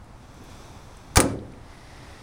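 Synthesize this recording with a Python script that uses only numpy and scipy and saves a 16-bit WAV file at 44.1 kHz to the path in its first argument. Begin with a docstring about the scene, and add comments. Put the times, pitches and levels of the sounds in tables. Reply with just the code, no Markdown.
"""A steel compartment door on a truck body is slammed, close by, on an open lot.
The latch meets its striker, the door hits the frame and pushes out a thump of air, then the bolt
snaps home. Panels and shelves ring on, and a wall answers faintly. Small metal parts tick
before and after the slam; behind it all are a distant rumble and a soft drifting hiss."""
import sys
import numpy as np
from scipy import signal
from scipy.fft import rfft, irfft, next_fast_len
from scipy.io import wavfile
from scipy.ndimage import map_coordinates

SR = 44100
rng = np.random.default_rng(int(sys.argv[2]) if len(sys.argv) > 2 else 0)


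def master_out(mix):
    """Clip the mix to full scale and print it as 16-bit PCM to the path in sys.argv[1]."""
    frames = np.transpose(np.atleast_2d(mix))
    ceiling = np.clip(frames, -1, 1)
    pcm = np.round(ceiling * 32767).astype(np.int16)
    wavfile.write(sys.argv[1], SR, pcm)


N = 98210
SLAM_S = 1.169


def amp(db):
    """Turn decibels into a number to multiply by."""
    return 10 ** (np.asarray(db) / 20)


def unit(x):
    """Scale x to an average (rms) level of 1."""
    return x / np.sqrt(np.mean(x ** 2) + 1e-20)


def along(points, hz):
    """Read between rows of (Hz, value), with octaves evenly spaced."""
    freqs, values = np.transpose(points)
    return np.interp(np.log(hz + 1), np.log(freqs + 1), values)


def bump(f, centre_hz, octaves):
    """A bell curve of height 1 around one pitch."""
    return np.exp(-.5 * (np.log2((f + 1) / centre_hz) / octaves) ** 2)


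def since(s):
    """Seconds since time s, zero before it."""
    return np.maximum(np.arange(N) / SR - s, 0)


def fade(t, fade_s):
    """Die away; a fade time is how long a 60 dB drop takes."""
    return np.exp(-np.log(1000) * t / fade_s)


def rise(t, rise_s):
    """Build up from silence."""
    return 1 - np.exp(-t / rise_s)


def filtered(x, gain):
    """Turn each frequency of x up or down by gain(Hz)."""
    size = next_fast_len(N + SR // 2)
    return irfft(rfft(x, size) * gain(np.fft.rfftfreq(size, 1 / SR)), size)[:N]


def noise(gain):
    """Noise at level 1, its tone shaped by gain(Hz)."""
    return unit(filtered(rng.standard_normal(N), gain))


def wobble(rate):
    """A smooth curve through `rate` random points a second."""
    return map_coordinates(rng.standard_normal(N // 100), [since(0) * rate])


def ring(tones, t):
    """Pure tones, each fading at its own speed."""
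    return sum(amp(db) * fade(t, fade_s) * np.sin(2 * np.pi * hz * t) for hz, db, fade_s in tones)


def dying(x, s, fade_times):
    """Fade x from time s on, each frequency at its own speed."""
    hz, t, bands = signal.stft(x, SR, nperseg=256)
    bands = bands * fade(np.maximum(t - s, 0), along(fade_times, hz)[:, None])
    return signal.istft(bands, SR, nperseg=256)[1][:N]


# The rumble's tone. Each row: frequency in Hz, relative level in dB.
RUMBLE_TONE = [(15, -3), (28, 0.5), (48, -5), (80, -1.5), (125, -4), (180, -13), (270, -11.5), (380, -19.5),
               (600, -18.5), (850, -16.5), (1300, -22.5), (2000, -29), (3000, -35.5), (4700, -37),
               (7000, -41.5), (9700, -41.5), (11700, -53), (15500, -52.5)]

def distant_rumble():
    """Low, far-off noise whose level wavers slightly."""
    level_db = -45.5 + 0.5 * wobble(8.24)
    return amp(level_db) * noise(lambda f: amp(along(RUMBLE_TONE, f)))


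# The hiss's tone with the door open, then shut. Each row: frequency in Hz, relative level in dB.
HISS_OPEN_TONE = [(150, 11.5), (280, 14.5), (500, 8.5), (1100, 7.5), (1900, -1), (2400, 2.5), (3050, -6),
                  (3460, 4), (3900, -2), (4500, -4), (6050, 1), (6900, -8.5), (7700, -4.5), (8400, -8.5),
                  (9600, -9.5), (11500, -14.5), (13500, -19), (15300, -18)]
HISS_SHUT_TONE = [(150, -5), (300, 12), (900, 5), (1700, 3.5), (1930, 10), (2250, 3), (3000, -1.5),
                  (3700, 1.5), (4300, -2.5), (5200, 1), (6400, -6.5), (7400, -11), (8700, -7.5),
                  (10400, -10), (11500, -21.5), (13000, -18), (15500, -27)]
# How the hiss drifts. Each row: time in seconds, level in dB.
HISS_DRIFT = [(0, -67), (.11, -68), (.22, -56.5), (.41, -52.5), (.52, -48), (.7, -50), (1.0, -53),
              (1.15, -54), (1.36, -62), (1.57, -64), (1.72, -52.5), (1.96, -50.5), (2.22, -49.5)]

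def hiss():
    """A soft hiss swells, sinks after the slam and comes back with another tone."""
    before = noise(lambda f: amp(along(HISS_OPEN_TONE, f)))
    after = noise(lambda f: amp(along(HISS_SHUT_TONE, f)))
    level_db = np.interp(since(0), *np.transpose(HISS_DRIFT)) + .4 * wobble(14)
    return amp(level_db) * np.where(since(SLAM_S) > 0, after, before)


# Small metal noises. Each row: start in seconds, level in dB, pitch in Hz, width in octaves,
# fade time in seconds.
METAL_TICKS = [(.044, -54, 7000, .8, .012), (.343, -54, 8000, 0.87, 0.021), (0.406, -44, 289, 0.34, 0.16),
               (.437, -54, 10000, 1, .06), (0.502, -45, 6000, .6, 0.011), (.969, -46.5, 8000, .35, 0.019),
               (1.1446, -48, 6000, 0.65, 0.012), (1.326, -24.5, 330, 0.3, 0.057),
               (1.390, -43, 3680, 0.21, 0.016), (1.518, -52, 4700, .25, .02),
               (1.523, -56.5, 9500, .2, 0.023), (1.536, -47.5, 2500, .25, .025)]

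def ticks():
    """The hinge, stay spring and settling metal tick and knock as the door swings and once it is shut."""
    out = np.zeros(N)
    for start, db, hz, octaves, fade_s in METAL_TICKS:
        t = since(start)
        tick = noise(lambda f: bump(f, hz, octaves))
        out += amp(db) * tick * rise(t, rise_s=.0004) * fade(t, fade_s)
    return out


# Four hits: the latch touches, the door meets the frame, the door seats, the bolt snaps.
# Each row: start in seconds, clash level in dB, its fade time in seconds, crack level in dB,
# bass boost in dB, a pitch to boost in Hz, that boost in dB, latch ring level in dB.
STEEL_HITS = [(1.1578, -17, .07, -43, 0.5, 4400, 0, -29), (1.1689, -15.5, .03, -17.5, 9.5, 8800, 8, -31),
              (1.1707, -8, 0.041, -16.5, 7.5, 980, 1, -26.5),
              (1.202, -16, 0.055, -12.5, -3.5, 8810, 10.5, -30)]
# The tone of steel on steel. Each row: frequency in Hz, relative level in dB.
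CLASH_TONE = [(150, -20), (430, -10.5), (700, 3.5), (1300, 4), (2300, -0.5), (3300, -8.5), (4400, -1.5),
              (6500, -0.5), (7900, -3.5), (10300, -4), (11600, -14), (13700, -16.5), (14900, -2),
              (15500, -9), (16500, -30.5)]
# Latch and striker tones. Each row: pitch in Hz, relative level in dB, fade time in seconds.
LATCH_TONES = [(4160, -1, 0.072), (5023, -5, .08), (6450, -6, .09), (6650, 0, 0.071), (7844, -13, .1),
               (8479, -4, 0.11), (8850, -7, 0.12), (10260, 3, .08), (10310, -8, .07), (14800, -10, .06)]
BASS_BELOW_HZ, CRACK_PEAK_S = 2200, 0.00086

def steel_hits():
    """Steel strikes steel: each hit is a sharp crack and a short clash that also rings the latch."""
    out = np.zeros(N)
    for start, db, fade_s, crack_db, bass_db, boost_hz, boost_db, ring_db in STEEL_HITS:
        t = since(start)
        steel = noise(lambda f: amp(along(CLASH_TONE, f)
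                                    + bass_db / (1 + (f / BASS_BELOW_HZ) ** 2)
                                    + boost_db * bump(f, boost_hz, octaves=0.12)))
        spike = (t / CRACK_PEAK_S * np.exp(1 - t / CRACK_PEAK_S)) ** 2
        crack = amp(crack_db) * steel * spike
        clash = amp(db) * steel * fade(t, fade_s)
        latch = amp(ring_db) * ring(LATCH_TONES, t)
        out += crack + rise(t, rise_s=0.00032) * (clash + latch)
    return out


# Ringing tones after the slam, including a short one near 960 Hz.
# Each row: pitch in Hz, relative level in dB, fade time in seconds.
SLAM_TONES = [(71.3, -6, 0.97), (109.8, -6, 0.81), (204.6, -6, 0.74), (273.5, 2, 0.65), (314.6, -4, 0.6),
              (359.4, -1, 0.54), (386.6, -5, 0.78), (478, -10.5, 0.81), (505, -4.5, .7),
              (537.4, -0.5, 0.48), (865, -3, 0.28), (958, -2.5, 0.22), (1215, 1.5, 0.21), (1300, -2, 0.27)]

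def slam_ring():
    """Tones ring on after the slam, the low ones mostly lasting longer."""
    t = since(SLAM_S)
    return amp(-23.5) * rise(t, rise_s=0.0029) * ring(SLAM_TONES, t)


# The tone of the compartment's walls and shelves. Each row: frequency in Hz, relative level in dB.
SHELF_TONE = [(40, -23), (75, -6), (115, 0), (170, -1.5), (280, -1.5), (400, -4), (550, -1), (800, -6),
              (1300, -8.5), (1800, -11.5), (2400, -17.5), (3000, -22.5), (5000, -22.5), (9000, -22.5),
              (10400, -26), (11800, -43.5), (13700, -42), (14800, -32), (16000, -46)]
# How long they ring. Each row: frequency in Hz, fade time in seconds.
SHELF_FADES = [(70, 0.85), (300, 0.75), (520, 0.67), (680, 0.4), (2000, 0.3), (5000, 0.28), (10000, .22),
               (15000, .18)]

def walls_and_shelves():
    """Walls and shelves ring with so many weak tones that they blur into fading noise."""
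    blur = noise(lambda f: amp(along(SHELF_TONE, f)))
    return amp(-17.5) * rise(since(SLAM_S), rise_s=0.0027) * dying(blur, SLAM_S, SHELF_FADES)


THUMP_S, THUMP_WIDTH_S = 1.1759, 0.0023

def air_thump():
    """The door squeezes the air as it seals: one push, then one pull."""
    offset = (since(0) - THUMP_S) / THUMP_WIDTH_S
    return -amp(-9.5) * offset * np.exp(.5 * (1 - offset ** 2))


# How long sound lingers on the lot. Each row: frequency in Hz, fade time in seconds.
LOT_FADES = [(200, 0.5), (800, 0.41), (2000, 0.45), (6000, 0.34), (10000, 0.3), (14500, 0.21)]
WALL_DELAY_S = 0.107

def lot_echoes(sound):
    """Sound scatters around the lot, and a wall sends back one blurred echo."""
    scatter = dying(rng.standard_normal(N), 0, LOT_FADES) * rise(since(0), rise_s=.01)
    t = since(WALL_DELAY_S)
    dulled = noise(lambda f: 1 / (1 + (f / 8000) ** 2))
    wall = dulled * rise(t, rise_s=0.0055) * fade(t, fade_s=.12)
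    echoes = (amp(-22) * unit(scatter) + amp(-35.5) * unit(wall)) / np.sqrt(N)
    return signal.fftconvolve(sound, echoes)[:N]


def scene():
    """Add the door, its echoes and the background into one channel."""
    door = steel_hits() + slam_ring() + walls_and_shelves() + ticks()
    return (door + air_thump() + lot_echoes(door) + distant_rumble() + hiss())[None]


PEAK_LIMIT, TOP_HZ = .92, 15900

def record(dry):
    """Round off the loudest peaks and cut the very highest treble."""
    rounded = dry[0] / (1 + np.abs(dry[0] / PEAK_LIMIT) ** 6) ** (1 / 6)
    return filtered(rounded, lambda f: np.clip((TOP_HZ - f) / 200 + .5, 0, 1))[None]


dry = scene()
out = record(dry)
master_out(out)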